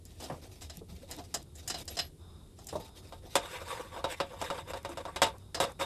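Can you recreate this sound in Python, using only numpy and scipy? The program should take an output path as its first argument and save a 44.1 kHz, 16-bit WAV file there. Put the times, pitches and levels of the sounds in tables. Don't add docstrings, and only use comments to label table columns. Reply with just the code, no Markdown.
import sys
import numpy as np
from scipy import signal
from scipy.fft import rfft, irfft
from scipy.io import wavfile
from scipy.ndimage import uniform_filter1d

SR = 44100
rng = np.random.default_rng(int(sys.argv[2]) if len(sys.argv) > 2 else 0)


def to_wav(sig):
    pcm = np.clip(np.atleast_2d(sig), -1, 1) * 32767
    pcm = np.round(pcm).astype(np.int16)
    wavfile.write(sys.argv[1], SR, pcm.T)


N = 257984
HIT_SAMPLES = 16384


def amp(db):
    return 10 ** (np.asarray(db) / 20)


def unit(x):
    return x / np.sqrt(np.mean(x ** 2) + 1e-20)


def look_up(points, hz):
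    pitches, values = np.transpose(points)
    return np.interp(np.log(hz + 1), np.log(pitches + 1), values)


def add(mix, start_s, sound):
    part = mix[max(round(start_s * SR), 0):][:len(sound)]
    part += sound[:len(part)]


def band(x, low_hz, high_hz):
    return signal.sosfilt(signal.butter(3, [low_hz, high_hz], "band", fs=SR, output="sos"), x)


def hiss(pitch_hz, width_hz):
    return unit(band(rng.standard_normal(N), pitch_hz - width_hz / 2, pitch_hz + width_hz / 2))


def colour(x, tone, rings=(), size=8192):
    hz = abs(np.fft.fftfreq(size, 1 / SR))
    gain = amp(np.maximum(look_up(tone, hz), -100))
    lift = 0
    for pitch_hz, width_hz, boost_db in rings:
        width_hz = max(width_hz, pitch_hz / 42)
        lift = lift + (amp(boost_db) - 1) / (1 + (2 * (hz - pitch_hz) / width_hz) ** 2)
    log_gain = np.log(abs(gain * (1 + lift)) + 1e-9)
    response = np.fft.ifft(np.exp(np.conj(signal.hilbert(log_gain)))).real
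    return signal.fftconvolve(x, response[:size // 2])[:len(x)]


def swells(rows, peak_at, curve):
    t, power = np.arange(N) / SR, np.zeros(N)
    for start_s, length_s, level_db in rows:
        arch = np.interp(t[:int(length_s * SR)], [0, peak_at * length_s, length_s], [0, 1, 0]) ** curve
        add(power, start_s, (amp(level_db) * arch) ** 2)
    return np.sqrt(power)


def held(rows, fade_s=0.024):
    t = np.arange(N) / SR
    return sum(amp(level_db) * np.clip(np.minimum(t - start_s, end_s - t) / fade_s + .5, 0, 1)
               for start_s, end_s, level_db in rows)


def echoing_crack(near_db, near_s, far_db, crack_s):
    # pitch_hz, fade_s
    room_fade = [(150, 0.25), (530, 0.15), (1400, 0.14), (3700, 0.15), (9700, 0.094)]
    # delay_s, level_db
    bounces = [(.0021, -6), (.0056, -4.5), (.0088, -4.5), (.012, -7)]
    t = np.arange(HIT_SAMPLES) / SR
    crack, near, far = rng.standard_normal((3, HIT_SAMPLES))
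    crack = unit(crack * (t / crack_s) ** 2 * np.exp(-2 * t / crack_s))
    near = near * np.exp(-(t / near_s) ** 2) * (1 - np.exp(-(t / 0.0022) ** 2))
    hz, times, slices = signal.stft(far, SR, nperseg=256)
    fade = amp(-60 * times / look_up(room_fade, hz)[:, None])
    far = signal.istft(slices * fade, SR)[1][:HIT_SAMPLES] * (1 - np.exp(-t / 0.0036))
    sound = crack + amp(near_db) * unit(near) + amp(far_db) * unit(far)
    for delay_s, level_db in bounces:
        add(sound, delay_s * rng.uniform(.85, 1.15), amp(level_db) * crack)
    return sound / np.sqrt(HIT_SAMPLES)


def hits(rows, tone, rings, gain_db, alike, **echo):
    out, shared = np.zeros(N), echoing_crack(**echo)
    bands_hz = [(200, 1500), (1500, 5500), (5500, 14000)]
    for start_s, body_db, bright_db, sharp_db in rows:
        targets_db = 0, bright_db, bright_db + sharp_db
        crack = np.sqrt(alike) * shared + np.sqrt(1 - alike) * echoing_crack(**echo)
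        sound = colour(crack, tone, rings)
        attack_db = [20 * np.log10(np.std(band(sound, *edges)[:SR // 40])) for edges in bands_hz]
        low, middle, top = np.subtract(targets_db, attack_db)
        sound = colour(sound, [(1100, low), (2000, middle), (4800, middle), (7000, top)])
        add(out, start_s, amp(body_db + gain_db) * sound)
    return out


def fibre_breaks(bursts, steady, tone, rings, peak_at, curve, per_s, spread_db, room_db,
                 low_gain_db, treble_gain_db, fizz_db, fizz_share):
    sizes = amp(spread_db * np.minimum(rng.exponential(1, N), 5)) * rng.choice([-1, 1], N)
    clicks = sizes * (rng.random(N) < per_s / SR)
    spots, rain = rng.integers(0, 4, N), np.zeros(N)
    for spot in range(4):
        crack = echoing_crack(near_db=-3.9, near_s=0.0099, far_db=room_db, crack_s=0.00024)
        rain += signal.oaconvolve(clicks * (spots == spot), crack)[:N]
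    sound = colour(rain, tone, rings)
    low, below_fizz = (signal.sosfiltfilt(signal.butter(3, hz, fs=SR, output="sos"), sound)
                       for hz in (1600, 5000))

    def level(share):
        brief, long = ([(start, span, body_db + share * bright_db)
                        for start, span, body_db, bright_db in rows] for rows in (bursts, steady))
        return np.hypot(swells(brief, peak_at, curve), held(long))

    body = level(0) * low / np.std(band(sound, 300, 1500))
    treble = level(0.99) * (below_fizz - low) + amp(fizz_db) * level(fizz_share) * (sound - below_fizz)
    return amp(low_gain_db) * body + amp(treble_gain_db) * treble / np.std(band(sound, 1500, 14000))


def flexing(x, patchy_db):
    slices = signal.stft(x, SR, nperseg=512, noverlap=384)[2]
    patches = rng.standard_normal(slices.shape)
    for _ in range(2):
        patches = uniform_filter1d(uniform_filter1d(patches, size=4, axis=0), size=7, axis=1)
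    return signal.istft(slices * amp(patchy_db * unit(patches)), SR, nperseg=512, noverlap=384)[1][:N]


def room_tone(air_db):
    # pitch_hz, level_db
    air_tone = [(20, -35), (40, -1.5), (85, 1), (130, -1.5), (290, -11), (360, -7), (800, -28.5),
                (1600, -36), (3000, -33), (3750, -29), (6000, -35), (8000, -30.5), (10600, -30.5),
                (14000, -41.5)]
    # pitch_hz, width_hz, level_db
    rumbles = [(38.3, 15, -63.5), (74.7, 25, -56), (91, 16, -59), (156, 28, -70)]
    hz = np.fft.rfftfreq(N, 1 / SR)
    out = amp(air_db) * unit(colour(rng.standard_normal(N), air_tone))
    for pitch_hz, width_hz, level_db in rumbles:
        peak = 1 / (1 + (2 * (hz - pitch_hz) / width_hz) ** 2)
        out += amp(level_db) * unit(irfft(rfft(rng.standard_normal(N)) * peak, N))
    return out


def knocks(gain_db):
    # start_s, level_db, pitch_hz, fade_s (time to fall by 60 dB)
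    pushes = [(0.314, -37, 147, 0.25), (0.773, -40, 174, 0.19), (0.815, -33, 438, 0.086),
              (0.892, -41, 163, 0.17), (0.924, -36.5, 177, 0.11), (1.03, -37.5, 553, 0.071),
              (2.79, -48.5, 890, 0.44), (4.893, -38.5, 344.5, 0.27)]
    out, t = np.zeros(N), np.arange(HIT_SAMPLES) / SR
    for start_s, level_db, pitch_hz, fade_s in pushes:
        blur = unit(band(rng.standard_normal(HIT_SAMPLES), 0.61 * pitch_hz, 1.03 * pitch_hz))
        loudness = amp(level_db + gain_db - 60 * t / fade_s) * (1 - np.exp(-t / 0.0019))
        add(out, start_s, loudness * (np.sin(2 * np.pi * pitch_hz * t) + .5 * blur))
    return out


def table_bumps():
    # start_s, body_db, bright_db, sharp_db
    bumps = [(0.299, -34, -10.5, -13), (0.311, -37.5, -21, -19), (0.337, -44, -24, -13),
             (0.812, -51.5, -29, -7), (2.727, -34.5, -23, 2), (2.753, -28.5, -34, 0)]
    # pitch_hz, level_db
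    tone = [(35, -61), (60, -4), (290, -7), (536, -3.5), (689, -1), (772, -7), (906, -7), (1760, -24),
            (3810, -41.5), (6020, -34), (10400, -26), (14000, -48)]
    return hits(bumps, tone, rings=[(534, 28, 4)], gain_db=-5.5, alike=0.078,
                near_db=0.5, near_s=0.017, far_db=-1.5, crack_s=0.0011)


def smoulder(gain_db):
    # start_s, length_s, level_db
    breaths = [(1.45, 0.12, -69), (2.175, 0.42, -62.5), (2.82, 0.55, -64), (5.39, 0.25, -66.5),
               (5.72, 0.12, -65)]
    # pitch_hz, width_hz, level_db
    bands = [(970, 760, 0), (3700, 350, -1.5), (5090, 270, -8.5), (10300, 900, -25)]
    noise = sum(amp(level_db) * hiss(pitch_hz, width_hz) for pitch_hz, width_hz, level_db in bands)
    return amp(gain_db) * swells(breaths, peak_at=0.15, curve=0.75) * noise


def gas_whistle():
    # start_s, length_s, level_db
    puffs = [(1.9, .04, -49), (1.985, 0.12, -55)]
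    return swells(puffs, peak_at=0.26, curve=1.1) * hiss(pitch_hz=11470, width_hz=260)


def faint_ticks(gain_db):
    # start_s, peak_db
    ticks = [(0.053, -34.5), (0.771, -34), (1.112, -30), (1.165, -37), (1.427, -43), (1.855, -39),
             (2.645, -42), (2.67, -28), (4.83, -43), (5.383, -43), (5.72, -38.5)]
    out, t = np.zeros(N), np.arange(SR // 100) / SR
    for start_s, peak_db in ticks:
        tick = band(rng.standard_normal(len(t)) * np.exp(-t / 0.0013), 5200, 15400)
        add(out, start_s, amp(peak_db + gain_db) * tick / abs(tick).max())
    return out


def flame_sizzle():
    # start_s, length_s, body_db, bright_db
    flares = [(0.195, .11, -46.5, -3.5), (0.29, 0.13, -55.5, -6.5), (0.415, .07, -53, -1.5),
              (0.49, .1, -64, 7), (0.605, 0.077, -56.5, 7.5), (0.72, 0.086, -65.5, 6),
              (0.885, 0.062, -56.5, 2), (0.95, 0.039, -64, 4.5), (1.01, .055, -58.5, -1),
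              (1.085, .095, -50, 1), (1.17, 0.053, -48, -8), (1.23, .05, -68.5, 7.5),
              (1.57, 0.057, -64.5, 8.5), (1.635, 0.058, -63, -5), (1.755, 0.081, -49.5, 5),
              (1.895, 0.072, -50, 3), (2.0, 0.11, -57, -8), (2.69, 0.13, -55.5, 1.5),
              (2.78, 0.12, -55, 1.5), (2.95, 0.071, -59.5, 6.5), (3.015, 0.1, -57.5, 1),
              (3.1, .1, -59, -2.5), (3.22, 0.093, -54.5, -7), (3.29, 0.14, -58.5, 6.5)]
    # start_s, end_s, body_db, bright_db
    embers = [(0.056, 0.81, -69.5, 3.5), (0.885, 1.44, -68, 2), (1.55, 2.084, -66.5, 2),
              (2.572, 2.9, -68.5, 3)]
    # pitch_hz, level_db
    tone = [(120, -40), (250, 2), (700, -3), (1400, -16), (2000, -14.5), (3700, -13), (7600, -13),
            (14000, -20.5)]
    rings = [(840, 84, 0.83), (3700, 270, 7.2), (5080, 140, 6.7)]  # pitch_hz, width_hz, boost_db
    return fibre_breaks(flares, embers, tone, rings, peak_at=0.42, curve=0.69, per_s=900, spread_db=4,
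                        room_db=1.5, low_gain_db=-1, treble_gain_db=0, fizz_db=-1, fizz_share=1)


def edge_crackles():
    # start_s, body_db, bright_db, sharp_db
    crackles = [(0.055, -71.5, 9, 8.5), (0.201, -49, 0.5, 0), (0.239, -44.5, -0.5, 0),
                (0.618, -49.5, -3.5, 7.5), (0.697, -48.5, 4, -2), (1.112, -47.5, 4.5, 2),
                (1.192, -42, -8.5, -13), (1.341, -34.5, 1.5, 4.5), (1.553, -66, 3.5, 14.5),
                (1.676, -47, 8, 7.5), (1.699, -38, 5.5, -1), (1.742, -37.5, 2, -9), (1.878, -47.5, 8, 1),
                (1.969, -37, 1.5, -3.5), (1.989, -36, 10.5, -9), (2.587, -50.5, -8.5, 5),
                (2.668, -72, 12, 16), (2.686, -52, 7, 1.5), (5.545, -35, 2.5, -5)]
    # pitch_hz, level_db
    tone = [(88, -36), (150, -6.5), (577, -5.5), (711, 2.5), (945, -10), (1910, -6), (2310, -13.5),
            (3010, -6), (4080, -7.5), (4400, -13.5), (5020, 2), (5630, -7), (7480, -6), (14000, -20.5)]
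    # pitch_hz, width_hz, boost_db
    rings = [(685, 66, 5), (2927, 42, 6.5), (4108, 42, 12.5), (4580, 120, 4.5), (5140, 63, 3.5),
             (7500, 810, 5)]
    return hits(crackles, tone, rings, gain_db=-6, alike=0.13,
                near_db=2.5, near_s=0.011, far_db=4.5, crack_s=0.00091)


def paper_rub():
    # start_s, length_s, body_db, bright_db
    strokes = [(3.39, .11, -45.5, -5), (3.475, 0.13, -44, 0.5), (3.59, 0.056, -43, -7.5),
               (3.65, 0.14, -41, -2.5), (3.77, 0.069, -42, -9.5), (3.83, 0.065, -51, -5.5),
               (3.91, .11, -48, -7), (4.075, 0.079, -45, 5), (4.15, 0.054, -62.5, 8),
               (4.3, 0.03, -44.5, -20), (4.385, 0.12, -45.5, 0.5), (4.52, 0.11, -45.5, -3.5),
               (4.67, 0.061, -41.5, -6.5), (4.745, 0.048, -42.5, -10), (4.885, 0.062, -43, -10),
               (4.98, 0.049, -43, -10.5), (5.06, 0.058, -43.5, -19), (5.26, 0.051, -47.5, -7),
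               (5.335, 0.038, -49.5, -24), (5.555, 0.045, -46, -11), (5.605, 0.043, -32, -2),
               (5.65, 0.084, -44, -10.5), (5.79, 0.063, -36.5, -2.5)]
    # start_s, end_s, body_db, bright_db
    creep = [(3.376, 4.62, -59.5, -1.5), (4.62, 5.33, -62, -2.5), (5.33, 5.442, -71, 0)]
    # pitch_hz, level_db
    tone = [(88, -58), (150, -18), (515, 1.5), (812, -4.5), (910, -3.5), (1940, -9.5), (3710, -13.5),
            (4230, -18), (8070, -15), (14000, -26)]
    # pitch_hz, width_hz, boost_db
    rings = [(510, 15, 4.5), (730, 46, 2.5), (935, 39, 10.5), (1138, 73, 8), (2760, 82, 0),
             (3640, 370, 9.5), (5060, 290, 6.5)]
    return fibre_breaks(strokes, creep, tone, rings, peak_at=0.58, curve=0.65, per_s=1800, spread_db=3.5,
                        room_db=-2.5, low_gain_db=0, treble_gain_db=0.5, fizz_db=-0.5, fizz_share=0.76)


def paper_snaps():
    # start_s, body_db, bright_db, sharp_db
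    snaps = [(3.123, -43, -7, -11), (3.354, -21, -2.5, -4.5), (3.436, -43, -22, -5),
             (3.963, -37.5, -12, -15), (3.99, -43, -9, -18), (4.041, -27, -6.5, -13), (4.201, -26, -5, -15),
             (4.332, -41.5, -19, -2), (4.414, -31.5, -6.5, -5.5), (4.501, -30, -6.5, -11),
             (4.58, -39, -5, -34), (4.734, -35, -6.5, -12), (4.848, -34, -6.5, -11), (4.891, -42.5, -15, 5),
             (4.972, -35.5, -6, -8.5), (5.052, -36, -9.5, -11), (5.16, -35, 0.5, -9.5),
             (5.218, -19.5, -1, -9), (5.229, -29.5, 4, -6.5), (5.264, -31, -7, -10), (5.601, -23, -5, -5),
             (5.639, -31.5, -2, -10.5), (5.799, -36, -6.5, -4), (5.812, -31.5, -4.5, -14)]
    # pitch_hz, level_db
    tone = [(53, -9), (90, -6), (253, -4.5), (519, 3.5), (698, -2), (792, -7.5), (918, 3), (1920, -12),
            (3620, -15), (4380, -18.5), (5190, -14.5), (5890, -14), (7920, -8.5), (12300, -21),
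            (14000, -28)]
    # pitch_hz, width_hz, boost_db
    rings = [(171, 31, 6), (374, 125, 3.4), (554, 29, 11.9), (706.5, 78, 13.8), (892.3, 29.5, 13.1),
             (1000, 36, 5.6), (1076, 10, 4.5), (1230, 220, 6.2), (1596, 47, 9.1), (2620, 22, 3),
             (2860, 15, 9.2), (3610, 410, 8.9), (3840, 140, 6.9), (4990, 67, 5.9)]
    return hits(snaps, tone, rings, gain_db=-4.5, alike=0.51,
                near_db=-2.5, near_s=0.017, far_db=-1, crack_s=0.0013)


def scene():
    sharp_sounds = edge_crackles() + paper_snaps()
    bumps = table_bumps()
    rustle = flexing(flame_sizzle() + paper_rub(), patchy_db=2.4)
    soft_fire = smoulder(gain_db=-3) + gas_whistle()
    background = faint_ticks(gain_db=-0.5) + knocks(gain_db=-3) + room_tone(air_db=-56)
    return (background + bumps + soft_fire + rustle + sharp_sounds)[None]


def record(dry, top_hz=14050):
    low_pass = signal.firwin(301, top_hz, window=("kaiser", 8), fs=SR)
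    return signal.oaconvolve(dry, low_pass[None], "same")


dry = scene()
out = record(dry)
to_wav(out)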